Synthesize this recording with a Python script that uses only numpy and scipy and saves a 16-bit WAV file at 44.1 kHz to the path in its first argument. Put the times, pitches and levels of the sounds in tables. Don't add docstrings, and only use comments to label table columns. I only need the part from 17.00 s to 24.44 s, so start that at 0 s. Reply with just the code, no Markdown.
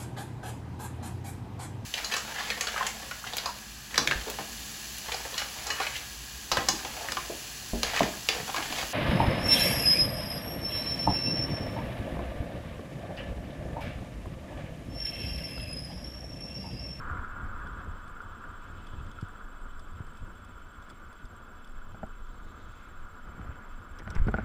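import sys
import numpy as np
from scipy import signal
from scipy.fft import rfft, irfft, next_fast_len
from scipy.io import wavfile
from scipy.ndimage import uniform_filter1d, map_coordinates

SR = 44100
rng = np.random.default_rng(int(sys.argv[2]) if len(sys.argv) > 2 else 0)


def natural_amplitude(level_db):
    exponent = np.asarray(level_db, float) / 20
    return 10 ** exponent


def unload_audio(sound):
    columns = np.transpose(np.atleast_2d(sound))
    steps = np.round(np.clip(columns, -1, 1) * 32767)
    wavfile.write(sys.argv[1], SR, steps.astype(np.int16))


N = 328104

# [f/Hz, level/dB per Hz]
CIRCUIT_COLOUR = [(2200, -8), (3800, 0.5), (6500, -4), (8000, -14.5), (9200, -7.5), (13300, -6),
                  (13600, -19), (14500, -18), (15200, -28)]
# [overtone of 1 kHz, level/dB rms]
CLOCK_LINES = [(3, -81.5), (4, -100), (8, -110), (11, -113), (12, -106), (13, -104)]
# [start t/s, end t/s, level/dB]
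SENSOR_READS = [
    (0, .0170, -68.5),
    (0.0189, 0.036, -67),
]
FRAME_PAIRS_PER_S, FIRST_READ_S = 14.984, .0143

# [f/Hz, width/Hz, level/dB]
SHELL_MODES = [(2370, 850, -8.5), (2614, 106, 2), (3060, 330, -1), (3374, 133, 1.5), (3560, 900, -9),
               (4930, 1100, -15.5), (7000, 1800, -19.5)]
# [t/s, level/dB]
ROLLING_LEVEL = [
    (0, 0.5),
    (3.3, 1),
    (3.8, -2),
    (4.9, -5),
    (5.7, -4),
    (6.5, -5.5),
    (7.44, -3.5),
]
# [t/s, half length/s, hiss rise level/dB, drone rise level/dB]
PASSING_CARS = [
    (0, 0.43, -0.5, 9),
    (.75, 0.19, 1.5, 4.5),
    (1.85, 0.4, 4.5, 3),
    (3.9, 0.54, -0.5, 3),
    (5.8, 0.23, 0.5, 5.5),
    (6.5, 0.37, 1, 5.5),
    (7.44, 0.2, -1, 9.5),
]
HISS_DB, SIZZLE_DB, FAR_DB = -68, -78.5, -69
HISS_FOLLOWS = 0.32
SWISH_S, SWISH_HALF_S, SWISH_DB = 5.6, 0.4, -71.5

# [t/s, peak level/dB, low mode level/dB]
TICK_HITS = [(.6709, -55, 0), (.845, -57, 9), (1.0774, -55, -1), (1.217, -56, 0), (1.8687, -51, -1),
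             (2.0637, -54, 6), (2.1141, -50.5, 6), (2.211, -49, -4), (2.794, -49.5, -5), (3.0664, -57, -1),
             (3.1334, -62, 2), (3.1712, -55, 0), (3.4471, -54, 2), (3.8232, -53, 9), (3.893, -58, 0),
             (3.899, -49, -2), (3.906, -55, -2), (4.127, -55.5, -4), (4.254, -53, 1), (4.6453, -55, 2),
             (4.6733, -56, -1), (7.08, -66, 3), (7.2694, -54, -4), (7.2868, -59, 8), (7.314, -56, 2),
             (7.34, -56, 6)]
# [f/Hz, width/Hz, level/dB, group: whole part picks from (fixed, top, low), negative from the end]
BUCKLE_MODES = [(4200, 1700, -8.5, -2), (6170, 1500, -9, -1), (8100, 1100, 9, 1.5), (10300, 1200, 4, 1),
                (12700, 1700, -8, 1), (3420, 260, 8.5, 2.2)]
TICK_T60_S, TICK_HZ = 0.031, 4900
TOP_DB, TOP_DULLS = -11.5, 0.61

# [t/s, peak level/dB, rise/s, fall/s]
STRAP_STROKES = [
    (7.002, -47.5, .1, 0.065),
    (7.076, -36, .004, .012),
    (7.16, -39.5, 0.085, 0.14),
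    (7.289, -30.5, 0.023, 0.011),
    (7.4, -42, 0.26, 0.26),
    (6.45, -54.5, 0.39, 0.37),
    (6.65, -56, 0.26, 0.37),
]
RUB_SPAN_DB = 27
# [t/s, peak level/dB, t60/s]
CLASP_SNAPS = [
    (6.987, -44, .04),
    (7.103, -36, 0.025),
    (7.15, -41.5, 0.032),
]
# [f/Hz, width/Hz, level/dB]
CLASP_MODES = [(3270, 1000, 0.5), (5130, 400, 3), (5760, 500, 0), (6550, 250, -3), (7800, 400, -7),
               (8600, 500, -8), (10300, 1100, -13), (12500, 2500, -24)]

# [t/s, peak level/dB, low, middle, upper modes level/dB]
CASE_KNOCKS = [(2.2269, -48, 9, -12, -19), (3.0006, -42, -4, -17, -24), (3.899, -44, -9, -11, -13),
               (4.9447, -42, 1, -1.5, -15), (5.0311, -35, 4.5, 7.5, -13), (5.0404, -55, 5, -5, -7),
               (7.02, -45, 1, -16, -20), (7.075, -37.5, 3.5, -1, 0.5), (7.1042, -37.5, -2.5, -14, -6),
               (7.283, -25.5, 5.5, -2, -16), (7.2908, -52, 10, -13, -7), (7.3404, -16.5, -3, -8.5, -19),
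               (7.3845, -26.5, 4, -1.5, -25)]
# [t/s, peak level/dB, note f/Hz]
DOOR_PINGS = [(0.2453, -28, 1384), (1.1652, -32, 1410), (1.2034, -32.5, 1400), (1.4399, -32.5, 1430),
              (2.0963, -45, 1430), (2.187, -33, 1375), (2.353, -35.5, 1350), (2.4114, -37.5, 1470),
              (2.4847, -41, 1350), (4.1984, -40, 1440), (5.0313, -33, 1370)]
# [low, middle, upper level/dB]
PING_WALLS = (-20.5, -45, -34)
# [f/Hz, level/dB, relative t60, group 0 low, 1 middle, 2 upper]
CASE_MODES = [(220, 0, 1.7, 0), (330, -5, 1.1, 0), (430, -5, 1.1, 0), (640, 0, 1.3, 1), (760, 0, 1.1, 1),
              (1000, -12, .7, 1), (1900, 0, .6, 2), (2270, -3, .5, 2), (2950, -5, .4, 2),
              (4600, -14, .3, 2)]
KNOCK_NOTE_HZ = 1456

# [t/s, peak level/dB, f/Hz, first swing up or down]
MOUNT_THUMPS = [(2.227, -20.5, 90, -1), (3.004, -23, 85, -1), (3.217, -26, 30.2, -1), (4.242, -26, 30, -1),
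                (4.942, -40, 126, -1), (5.037, -28.5, 60, -1), (5.056, -28, 25, 1), (6.347, -40.5, 120, -1),
                (6.394, -33.5, 160, 1), (6.434, -33, 48, 1), (6.489, -31, 90, 1), (7.021, -32, 60, -1),
                (7.07, -32, 60, -1), (7.11, -31, 23.1, 1), (7.148, -31, 70, 1), (7.16, -20.5, 80, 1),
                (7.269, -15, 105, -1), (7.284, -24, 400, 1), (7.29, -16, 45, 1), (7.34, -28, 326, 1),
                (7.348, -17, 54, -1)]
# [t/s, peak level/dB, f/Hz, t60/s, first swing up or down]
HEAD_LURCH = [
    (7.175, -9.5, 11, .25, -1),
    (7.199, -10, 29, .1, 1),
    (7.215, -7, 23, .17, 1),
]
THUMP_T60_S, THUMP_CYCLES = .06, 1.2

# [t/s, strength level/dB]
WIND_STRENGTH = [(0, 13), (.25, 12), (.76, 9), (.95, 5.5), (1.5, 6.5), (2.03, 2), (2.34, 4), (2.7, 1.5),
                 (4.2, 0.5), (5.1, -1), (6.3, 1), (6.7, 1.5), (7.1, 2), (7.44, 3.5)]
# [t/s, half length/s, rise level/dB]
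WIND_GUSTS = [(.14, 0.12, 8.5), (.55, 0.11, 10), (.95, 0.19, 7.5), (1.51, 0.13, 3), (1.97, 0.13, 6),
              (2.34, 0.2, 8), (2.8, 0.21, 7), (3.3, .1, 5), (4.8, 0.13, 11), (5.24, 0.23, 8.5),
              (6.01, 0.094, 6.5), (6.75, .12, 4.5)]
# [t/s, half length/s, rise level/dB]
HELMET_SWAYS = [(.14, 0.058, 8), (.72, 0.29, 4.5), (.9, 0.058, 6), (1.8, 0.13, 7), (2.05, 0.14, 7.5),
                (3.2, 0.34, 3.5), (4.65, 0.046, -1), (4.97, 0.14, 6.5), (5.51, 0.19, 5), (6.46, 0.11, 14),
                (7.3, 0.31, 14)]
# [f/Hz, level/dB per Hz]
BUFFET_COLOUR = [(8, -41), (14, -0.5), (25, -2), (38, -13), (55, -25.5), (75, -34), (150, -120)]
# [f/Hz, level/dB per Hz]
RUMBLE_COLOUR = [(60, -34), (130, -12), (175, -2.5), (225, -0.5), (280, -5), (420, -9), (540, -9.5),
                 (800, -13), (1000, -11.5), (2500, -64)]
# [f/Hz, width/Hz, level/dB]
DRUM_MODES = [(60, 63, -0.5), (90, 21, -3)]
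# [f/Hz, width/Hz, level/dB]
CAVITY_MODES = [(732, 24, -9.5), (1003, 118, -4.5), (1214, 230, -1), (1410, 228, 1.5), (1632, 144, -7.5)]
ROAR_DB, RUMBLE_DB, DRUM_DB, BUFFET_DB = -54, -57.5, -57.5, -49
RUMBLE_GROWS, DRUM_GROWS, BUFFET_GROWS = 0.51, 0.77, 0.27
SWAY_RUMBLE = 0.25


def unit(x):
    return x / np.sqrt(np.mean(x ** 2) + 1e-20)


def along(points, hz):
    f, v = np.transpose(points)
    return np.interp(np.log(hz + 1), np.log(f + 1), v)


def colour(points):
    return lambda f: natural_amplitude(along(points, f))


def wobble(rate):
    knots = rng.standard_normal(int(N * rate / SR) + 4)
    return map_coordinates(knots, [np.arange(N) * rate / SR])


def levels(rows):
    s, *cols = np.transpose(rows)
    return [np.interp(np.arange(N) / SR, s, c) for c in cols]


def swells(rows, column=2):
    t = np.arange(N) / SR
    return sum(row[column] * np.exp(-((t - row[0]) / row[1]) ** 2) for row in rows)


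def filtered(x, response):
    m = next_fast_len(len(x) + 4096)
    return irfft(rfft(x, m) * response(np.fft.rfftfreq(m, 1 / SR)), m)[:len(x)]


def peak(f, hz, width):
    return (f * width) ** 2 / ((hz * hz - f * f) ** 2 + (f * width) ** 2)


def modes(table):
    return lambda f: np.sqrt(sum((natural_amplitude(db) * peak(f, hz, w)) ** 2 for hz, w, db in table))


def rush(response, patchy_db, lumps_db, rate, grit=0.0):
    z = signal.stft(rng.standard_normal(N), nperseg=512)[2]
    field = uniform_filter1d(rng.standard_normal(z.shape), 5, axis=0)
    field = uniform_filter1d(field, 8, axis=1)
    noise = signal.istft(z * natural_amplitude(patchy_db * unit(field)), nperseg=512)[1][:N]
    jolts = unit((rng.random(N) < .004) * rng.standard_normal(N))
    lumpy = (unit(noise) + grit * jolts) * natural_amplitude(lumps_db * wobble(rate))
    return unit(filtered(lumpy, response))


def electronics():
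    t = np.arange(N) / SR
    frame, since = np.divmod(t - FIRST_READ_S, 1 / FRAME_PAIRS_PER_S)
    gate = sum(natural_amplitude(db) * ((since > a) & (since < b)) for a, b, db in SENSOR_READS)
    read = (2 * frame + 2 + (since > SENSOR_READS[1][0])).astype(int)
    line_hz = np.where(since > .0272, 7427, 7480) + 4 * wobble(30)
    phase = 2 * np.pi * (np.cumsum(line_hz) / SR + rng.random(read.max() + 1)[read])
    whistle = uniform_filter1d(gate, size=40) * (np.sin(phase) + natural_amplitude(-5.0) * np.sin(2 * phase))
    lines = sum(natural_amplitude(db + 3) * np.sin(2 * np.pi * 999.89 * k * t) for k, db in CLOCK_LINES)
    burst = np.exp(-((since - .0505) / 0.0023) ** 2) * rng.exponential(size=read.max() + 1)[read]
    busy = natural_amplitude(0.41 * (since > .040)) + 0.34 * burst
    hiss = natural_amplitude(-75.5) * busy * rush(colour(CIRCUIT_COLOUR), 0.63, 0.88, rate=30)
    return whistle + lines + hiss


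def swish():
    swell = np.exp(-((np.arange(N) / SR - SWISH_S) / SWISH_HALF_S) ** 2)
    tyres = modes([(3660, 1200, 2), (6600, 1500, -7)])
    return natural_amplitude(SWISH_DB) * swell * rush(tyres, 1.2, .7, rate=20)


def road():
    roll_db, = levels(ROLLING_LEVEL)
    hiss = natural_amplitude(HISS_DB + HISS_FOLLOWS * roll_db + swells(PASSING_CARS))
    hiss = hiss * rush(modes(SHELL_MODES), 1.15, 0.64, rate=30, grit=0.29)
    drone = modes([(1694, 1100, -0.58), (2170, 360, -0.42)])
    far = natural_amplitude(FAR_DB + swells(PASSING_CARS, column=3) - 1.0) * rush(drone, 1.3, 1.3, rate=25, grit=.2)
    vent = modes([(8050, 1100, 0)])
    sizzle = natural_amplitude(SIZZLE_DB + roll_db - 1.5) * rush(vent, 1.1, 1.5, rate=22, grit=.3)
    return hiss + far + sizzle


def ticks():
    out, t = np.zeros(N + SR), np.arange(SR // 12) / SR
    hits = []
    for s, db, low_db in TICK_HITS:
        top_db = TOP_DB - TOP_DULLS * (db + 54)
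        note_hz = TICK_HZ * (1 + 0.028 * rng.standard_normal())
        hits.append((s, db, top_db, low_db, TICK_T60_S, note_hz))
    for u, e in zip(rng.random(50), rng.exponential(size=50)):
        hits.append((u * N / SR, -67 + 3 * e, 1.1, 1.1, .02, 5200))
    for s, db, top_db, low_db, t60, note_hz in hits:
        group_db = (0, top_db, low_db)
        table = [(note_hz, 1000, 0)] + [(hz, w, d + group_db[int(g)]) for hz, w, d, g in BUCKLE_MODES]
        puff = unit(filtered(rng.standard_normal(len(t)), modes(table)))
        onset = 1 - np.exp(-t / 0.00056)
        out[round(s * SR):][:len(t)] += natural_amplitude(db - 1.5 - 60 * t / t60) * onset * puff
    return out[:N]


def rub():
    t = np.arange(N) / SR
    strokes = 0
    for s, db, rise, fall in STRAP_STROKES:
        strokes = strokes + natural_amplitude(db - RUB_SPAN_DB * np.maximum((s - t) / rise, (t - s) / fall))
    strap = modes([(290, 340, 12), (1010, 760, 4.7), (1550, 530, 6.5), (2050, 740, 2.5)])
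    return strokes * natural_amplitude(-4.0) * rush(strap, 2.5, 2.6, rate=79, grit=1.0)


def snaps():
    out, t = np.zeros(N + SR), np.arange(SR // 12) / SR
    for s, db, t60 in CLASP_SNAPS:
        crack = unit(filtered(rng.standard_normal(len(t)), modes(CLASP_MODES)))
        onset = 1 - np.exp(-t / 0.0011)
        out[round(s * SR):][:len(t)] += natural_amplitude(db - 3.5 - 60 * t / t60) * onset * crack
    return out[:N]


def knocks():
    out, t = np.zeros(N + SR), np.arange(SR // 8) / SR
    hits = [(*row, *PING_WALLS) for row in DOOR_PINGS]
    hits += [(s, db, KNOCK_NOTE_HZ, *walls) for s, db, *walls in CASE_KNOCKS]
    for s, db, note_hz, *group_db in hits:
        table = [(note_hz, 0, .035)]  # Hz, dB, t60 s
        table += [(hz, level + group_db[int(g)], share * 0.032) for hz, level, share, g in CASE_MODES]
        ring = 0
        for hz, level, t60 in table:
            ring = ring + natural_amplitude(level + rng.normal(0, 1.0) - 60 * t / t60) * np.sin(2 * np.pi * hz * t)
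        blurred = modes([(hz, 60 + 0.33 * hz, level) for hz, level, _ in table])
        rattle = unit(filtered(rng.standard_normal(len(t)), blurred))
        rattle = rattle * natural_amplitude(max(0, *group_db) - 18.5 - 60 * t / 0.04)
        onset = (1 - np.exp(-t / 0.0005)) ** 2
        out[round(s * SR):][:len(t)] += natural_amplitude(db) * onset * (ring + rattle)
    return out[:N]


def thumps():
    out, t = np.zeros(N + SR), np.arange(SR // 3) / SR
    bumps = [(s, db, hz, THUMP_T60_S + THUMP_CYCLES / hz, sign) for s, db, hz, sign in MOUNT_THUMPS]
    for s, db, hz, t60, sign in bumps + list(HEAD_LURCH):
        swing = np.sin(2 * np.pi * hz * (t + .004 * (1 - np.exp(-t / .003))))
        onset = 1 - np.exp(-t * hz / 0.084)
        out[round(s * SR):][:len(t)] += np.sign(sign) * natural_amplitude(db - 2.5 - 60 * t / t60) * onset * swing
    return out[:N]


def wind():
    air_db, sway_db = levels(WIND_STRENGTH)[0], swells(HELMET_SWAYS)
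    gust = wobble(22)
    buffet = natural_amplitude(BUFFET_DB + BUFFET_GROWS * air_db + swells(WIND_GUSTS))
    buffet = buffet * rush(colour(BUFFET_COLOUR), 0.94, 0.2, rate=4.2)
    drum = natural_amplitude(DRUM_DB + DRUM_GROWS * air_db + sway_db + 3.0 + 0.73 * gust)
    drum = drum * rush(modes(DRUM_MODES), 1.35, 3.3, rate=25)
    rumble = natural_amplitude(RUMBLE_DB + RUMBLE_GROWS * air_db + SWAY_RUMBLE * sway_db + 0.78 * gust)
    rumble = rumble * rush(colour(RUMBLE_COLOUR), 0.36, 1.0, rate=30, grit=0.35)
    roar = natural_amplitude(ROAR_DB + air_db + 1.0 * gust)
    roar = roar * rush(modes(CAVITY_MODES), 0.28, 0.84, rate=50, grit=0.31)
    return buffet + drum + rumble + roar


def scene():
    bed = electronics() + swish() + road()
    contacts = ticks() + rub() + snaps() + knocks()
    return (bed + contacts + thumps() + wind())[None]


def band_limit(x):
    return signal.sosfilt(signal.butter(12, 15150, fs=SR, output="sos"), x)


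def record(dry):
    return band_limit(dry)


dry = scene()
out = record(dry)
unload_audio(out)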